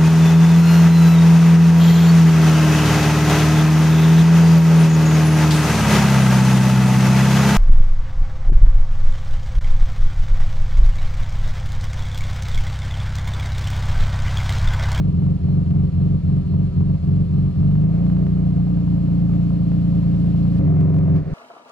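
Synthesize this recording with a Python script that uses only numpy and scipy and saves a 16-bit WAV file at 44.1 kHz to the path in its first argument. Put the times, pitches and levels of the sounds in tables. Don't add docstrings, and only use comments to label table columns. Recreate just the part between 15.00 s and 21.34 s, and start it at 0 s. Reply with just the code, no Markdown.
import sys
import numpy as np
from scipy import signal
from scipy.fft import rfft, irfft, next_fast_len
from scipy.io import wavfile
from scipy.ndimage import uniform_filter1d, minimum_filter1d

SR = 44100
rng = np.random.default_rng(int(sys.argv[2]) if len(sys.argv) > 2 else 0)


def dump(signal):
    limited = np.clip(np.atleast_2d(signal).T, -1, 1)
    pcm = np.round(limited * 32767).astype(np.int16)
    wavfile.write(sys.argv[1], SR, pcm)


N = 279505
FFT_SIZE = next_fast_len(N + SR)
TIME_S, BIN_HZ = np.arange(N) / SR, np.fft.rfftfreq(FFT_SIZE, 1 / SR)
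OUTSIDE_AT_S, RISE_AT_S = 5.595, 2.924

# time in seconds, dip of firing strength in dB.
MISFIRES = [(0.099, -4.5), (0.363, -14.5), (0.619, -7.5), (0.881, -9), (1.178, -11), (1.418, -9),
            (1.684, -13), (1.967, -14.5), (2.239, -8), (2.509, -7.5), (6.207, -20), (6.284, -17)]
# strength in dB, lag in seconds.
FIRING_ORDER = [(-1.07, 0.004413), (0.5, 0.005507), (-1.5, .0045), (2.03, 0.005474), (-1, 0.004455),
                (1.4, 0.0053)]
# frequency in Hz, width in Hz, gain in dB.
CABIN_MODES = [(45.2, 4.2, -11.5), (87.2, 26.3, -2.54), (117, 12.5, -3.5), (152.94, 42.56, 8),
               (165.2, 38.68, 9), (198.03, 7.47, -0.6), (260.2, 24.3, -15), (288.9, 25.3, -18)]
GARAGE_MODES = [(55.32, 17, -5), (97.7, 43.6, 0.1), (117, 4.9, -4.5), (147.6, 16.49, 14),
                (156.8, 27.6, 12.5), (199, 5, -6), (271.4, 28.4, -9), (286.2, 12, -4.5)]
# frequency in Hz, width in Hz, gain in dB.
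PANEL_MODES = [(387.8, 9.4, 5.5), (430, 50, -8), (540.7, 12, -2.5), (655, 40, -12), (704.6, 24, -10),
               (985, 10, -16.5), (1210, 47, -19.5)]
# frequency in Hz, relative level in dB.
RUSH_SPECTRUM = [(150, -24.5), (270, 6), (400, 1.5), (520, 1.5), (720, -2), (820, -11), (1250, -13.5),
                 (1500, -23), (2500, -26.5), (5000, -51.5)]
CABIN_HISS_SPECTRUM = [(600, -12.5), (1500, 0.5), (2200, -1.5), (2900, 0), (3400, -4.5), (4400, -4.5),
                       (5200, -8.5), (6500, -16), (8500, -16), (11000, -20.5)]
GARAGE_HISS_SPECTRUM = [(600, -11), (1300, 11.5), (2000, 8), (2600, 3), (3200, -4.5), (4300, -1.5),
                        (5500, -9), (7500, -17), (11000, -29.5)]
RUMBLE_SPECTRUM = [(10, -5.5), (30, -2.5), (50, -1), (100, 2.5), (180, -1), (230, -9.5), (300, -12),
                   (450, -31), (900, -63.5)]
TICK_SPECTRUM = [(200, -10), (550, 2), (1000, -3), (2000, -13), (4000, -26), (10000, -50)]
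# time in seconds, relative peak in dB.
TICK_EVENTS = [(2.7156, -43.5), (2.756, -38.5), (3.0668, -39), (3.1007, -37.5), (3.168, -39), (3.2678, -36),
               (4.3369, -39), (4.7185, -38.5), (5.9687, -33), (6.0126, -34.5)]
# frequency in Hz, level in dB, rms waver in Hz, change at top speed in dB.
ACCESSORY_TONES = [(386.3, -45.5, 5, -10), (976, -61.5, 8, -3), (1196, -60.5, 25, -4),
                   (1333, -64.5, 22, -6.5), (3650, -76, 30, -4), (4170, -68, 28, -2), (4320, -75, 45, 1.5),
                   (6690, -80, 22, 2.5), (10800, -82.5, 9.7, -2)]
# frequency in Hz, left lead in radians, left-right coherence, left minus right in dB.
STEREO_IMAGE = [(30, .35, 1, 0), (75, .5, 1, 0), (180, .96, 1, 0), (520, 1.45, .97, -1.2),
                (1100, 1.2, .87, -1.5), (2000, 1.1, .7, -3), (4000, 1.4, .5, -5), (6000, 1.7, .45, -9),
                (10500, 3, .4, -11)]


def firings(gap_s=.027, sag=.12, recovery_s=.031, fast_db=-1.5, throttle_db=2,
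            scatter_db=1.23, jitter_s=.0001, limp_db=1.5, limp_until_s=2.2):
    misfire_s, depth_db = np.transpose(MISFIRES)
    since_s = TIME_S[:, None] - misfire_s
    dip_db = bell(since_s, gap_s) @ depth_db
    effort_db = by_place(fast_db * fast_idle() + throttle_db * throttle(), 0)
    age = np.maximum(1 + since_s / recovery_s, 0)
    speed_loss = sag * (age * np.exp(1 - age)).sum(1)
    rate_hz = crank_rpm() * (1 - speed_loss) * 3 / 60
    count = np.cumsum(rate_hz) / SR
    number = np.arange(-len(FIRING_ORDER), int(count[-1]))
    times_s = np.interp(number, count, TIME_S) + np.minimum(number, 0) / rate_hz[0]
    cylinder = number % len(FIRING_ORDER)
    cylinder_db, lag_s = np.array(FIRING_ORDER)[cylinder].T
    bank_db = limp_db * (2 * (cylinder % 2) - 1) * (times_s < limp_until_s)
    scatter, jitter = rng.standard_normal((len(number), 2)).T
    drive_db = np.interp(times_s, TIME_S, effort_db + dip_db)
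    strength = amp(drive_db + cylinder_db + bank_db + scatter_db * scatter)
    return times_s + lag_s + jitter_s * jitter, strength, cylinder


def crank_rpm(slow_rpm=941.6, fast_rpm=1138.6, outside_rpm=897.7, settle_s=.364):
    flare_rpm = 171.9 * np.exp(-np.maximum(TIME_S - RISE_AT_S, 0) / settle_s)
    return by_place(slow_rpm + fast_idle() * (fast_rpm + flare_rpm - slow_rpm), outside_rpm)


def fast_idle(rise_s=.141):
    return 1 / (1 + np.exp(-(TIME_S - RISE_AT_S) / rise_s))


def throttle(at_s=2.97, sigma_s=.2):
    return bell(TIME_S - at_s, sigma_s)


def exhaust(times_s, strength, cabin_db=38, garage_db=40, cabin_lag_s=.01332, garage_lag_s=.016):
    pulse = lowpass(corner_hz=450)
    inside = stereo(clicks(times_s + cabin_lag_s, strength) * pulse * ring(CABIN_MODES))
    outside = stereo(clicks(times_s + garage_lag_s, strength) * pulse * ring(GARAGE_MODES))
    return -by_place(amp(cabin_db) * inside, amp(garage_db) * outside)


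def lurches(gain_db=-24, after_s=.09):
    chuffs = sum(boom(at_s + after_s, hz=80, sigma_s=.058, glide_hz_per_s=120) for at_s, _ in MISFIRES)
    return amp(gain_db) * stereo(rfft(by_place(chuffs, 0), FFT_SIZE))


def catch_boom(gain_db=-19):
    sweep = boom(at_s=2.93, hz=196, sigma_s=.05, glide_hz_per_s=60)
    return amp(gain_db) * stereo(rfft(sweep, FFT_SIZE))


def panel_throb(times_s, cylinder, rms_db=-38, hz=289, width_hz=9, lag_s=.017, from_s=3.7):
    hits_s = times_s[(cylinder == 0) & (times_s > from_s) & (times_s < OUTSIDE_AT_S)]
    panel = stereo(clicks(hits_s + lag_s) * lowpass(corner_hz=370) * ring([(hz, width_hz, 0)]))
    active = (TIME_S > from_s) & (TIME_S < OUTSIDE_AT_S)
    return amp(rms_db) * panel / panel[:, active].std()


def rumble(cabin_db=-35.5, garage_db=-29.5):
    return noise(RUMBLE_SPECTRUM) * by_place(amp(cabin_db), amp(garage_db))


def panel_buzz(times_s, strength, gain_db=-1, outside_db=4, lag_s=.016, scatter_db=1):
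    blows = np.sqrt(strength) * amp(scatter_db * rng.standard_normal(len(times_s)))
    panels = stereo(clicks(times_s + lag_s, blows) * lowpass(corner_hz=1300) * ring(PANEL_MODES))
    return amp(gain_db) * unit_rms(panels) * by_place(.86, amp(outside_db))


def gas_rush(times_s, strength, gain_db=.37, lag_s=.016, steady=.92):
    puffs = pulse_envelope(times_s + lag_s, strength ** 2, decay_s=.019)
    return amp(gain_db) * noise(RUSH_SPECTRUM) * unit_rms(steady + puffs)


def dull_ticks(times_s, cylinder, cycle_db=-37.5, hard_beat_db=-38,
               lag_s=.017, after_s=.122, decay_s=.0034, from_s=3.6):
    cycle_s = times_s[(cylinder == 3) & (times_s > from_s)] + lag_s
    hard_beat_s = np.array(MISFIRES)[:, 0] + after_s
    train = irfft(amp(cycle_db) * clicks(cycle_s) + amp(hard_beat_db) * clicks(hard_beat_s), FFT_SIZE)
    envelope = signal.lfilter([1], [1, -np.exp(-1 / (decay_s * SR))], train[:N])
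    bursts = by_place(envelope, 0) * rng.standard_normal(N)
    colour = amp(per_bin(TICK_SPECTRUM)[0]) * lowpass(corner_hz=1500)
    return stereo(rfft(bursts, FFT_SIZE) * unit_rms(colour))


def ticks(gain_db=11.5):
    colour = amp(per_bin(TICK_SPECTRUM)[0])
    unit_tick = colour / irfft(colour, FFT_SIZE).max()
    at_s, peak_db = np.transpose(TICK_EVENTS)
    return stereo(unit_tick * clicks(at_s, amp(peak_db + gain_db)))


def intake_gulp(growl_db=-38, hiss_db=-61.5, at_s=2.95, sigma_s=.07):
    air = amp(growl_db) * noise(RUSH_SPECTRUM) + amp(hiss_db) * noise(CABIN_HISS_SPECTRUM)
    return bell(TIME_S - at_s, sigma_s) * air


def bay_hiss(times_s, cabin_db=2, garage_db=5, lag_s=.0092, tap_depth=.09, flutter_db=.55):
    taps = pulse_envelope(times_s + lag_s, 1, decay_s=.004)
    inside = amp(cabin_db) * noise(CABIN_HISS_SPECTRUM)
    outside = amp(garage_db) * noise(GARAGE_HISS_SPECTRUM)
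    return by_place(inside, outside) * unit_rms(1 + tap_depth * taps) * amp(flutter_db * drift(60))


def accessory_whines(flutter_db=3, outside_db=-7):
    rpm = crank_rpm()
    speed_share = (rpm - rpm.min()) / np.ptp(rpm)
    tones = np.zeros(N)
    for hz, level_db, waver_hz, change_db in ACCESSORY_TONES:
        cycles = np.cumsum(hz + waver_hz * drift(60)) / SR
        gain = amp(level_db + change_db * speed_share + flutter_db * drift(26))
        tones += gain * np.sin(2 * np.pi * cycles)
    return stereo(rfft(tones, FFT_SIZE)) * by_place(.94, amp(outside_db))


def scuff(level_db=-49, at_s=6.175, sigma_s=.022):
    return amp(level_db) * noise(GARAGE_HISS_SPECTRUM) * bell(TIME_S - at_s, sigma_s)


def amp(db):
    return 10 ** (np.asarray(db) / 20)


def unit_rms(x):
    return x / np.sqrt(np.mean(x ** 2) + 1e-20)


def bell(since_s, sigma_s):
    return np.exp(-.5 * (since_s / sigma_s) ** 2)


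def boom(at_s, hz, sigma_s, glide_hz_per_s):
    since_s = TIME_S - at_s
    cycles = (hz + .5 * glide_hz_per_s * since_s) * since_s
    return bell(since_s, sigma_s) * np.cos(2 * np.pi * cycles)


def clicks(times_s, sizes=1):
    samples = np.round(times_s * SR).astype(int) % FFT_SIZE
    return rfft(np.bincount(samples, sizes * np.ones(len(samples)), FFT_SIZE))


def pulse_envelope(times_s, sizes, decay_s):
    spectrum = clicks(times_s, sizes) / (1 + 2j * np.pi * BIN_HZ * decay_s)
    return unit_rms(irfft(spectrum, FFT_SIZE)[:N])


def lowpass(corner_hz):
    return 1 / (1 + (BIN_HZ / corner_hz) ** 8)


def ring(modes):
    return sum((-1) ** k * amp(db) / (1 + 1j * (BIN_HZ ** 2 - hz ** 2) / (BIN_HZ * width_hz + 1e-9))
               for k, (hz, width_hz, db) in enumerate(modes))


def per_bin(rows):
    hz, *columns = np.transpose(rows)
    return [np.interp(np.log(BIN_HZ + 1), np.log(hz), column) for column in columns]


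def drift(rate_hz, points=8192):
    step_s = N / SR / points
    rolloff = np.exp(-(np.fft.rfftfreq(points, step_s) / rate_hz) ** 2)
    wander = irfft(rfft(rng.standard_normal(points)) * rolloff)
    return np.interp(TIME_S, np.arange(points) * step_s, unit_rms(wander))


def noise(shape):
    pair = stereo(rfft(rng.standard_normal(FFT_SIZE)) * amp(per_bin(shape)[0]), diffuse=True)
    return pair / pair.mean(0).std()


def stereo(spectrum, diffuse=False):
    lead_rad, coherence, balance_db = per_bin(STEREO_IMAGE)
    right, coherence = spectrum, np.clip(coherence, 0, 1)
    if diffuse:
        random_phase = np.exp(2j * np.pi * rng.random(len(BIN_HZ)))
        right = spectrum * (coherence + np.sqrt(1 - coherence ** 2) * random_phase)
    pan = amp(balance_db / 2) * np.exp(.5j * lead_rad)
    return irfft(np.array([spectrum * pan, right / pan]), FFT_SIZE)[:, :N]


def by_place(inside, outside):
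    fade = uniform_filter1d((TIME_S > OUTSIDE_AT_S) * 1., size=200)
    return inside * (1 - fade) + outside * fade


def limiter(x, ceiling_db=-8, release_db_per_s=29.5):
    needed_db = np.minimum(ceiling_db - 20 * np.log10(abs(x).max(0) + 1e-9), 0)
    held_db = minimum_filter1d(needed_db, size=321)
    creep_db = release_db_per_s * TIME_S
    gain_db = np.minimum.accumulate(held_db - creep_db) + creep_db
    return x * amp(uniform_filter1d(uniform_filter1d(gain_db, size=9), size=6))


def scene():
    times_s, strength, cylinder = firings()
    body_db = -46 + by_place(1.7 * fast_idle() + .3 * throttle(), 10.5)
    hiss_growth_db = 2 * np.maximum(TIME_S - 3.6, 0)
    hiss_db = -62.5 + by_place(hiss_growth_db + .5 * throttle(), 3)
    low = exhaust(times_s, strength) + lurches() + catch_boom()
    low += panel_throb(times_s, cylinder) + rumble()
    body = amp(body_db) * (panel_buzz(times_s, strength) + gas_rush(times_s, strength))
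    top = amp(hiss_db) * bay_hiss(times_s) + accessory_whines()
    transients = ticks() + dull_ticks(times_s, cylinder) + intake_gulp() + scuff()
    return low + body + top + transients


def record(dry):
    cutoff_hz = 11000
    taps = signal.firwin(1023, cutoff_hz, window=("kaiser", 9), fs=SR)
    return signal.oaconvolve(limiter(dry), taps[None], "same")


dry = scene()
out = record(dry)
dump(out)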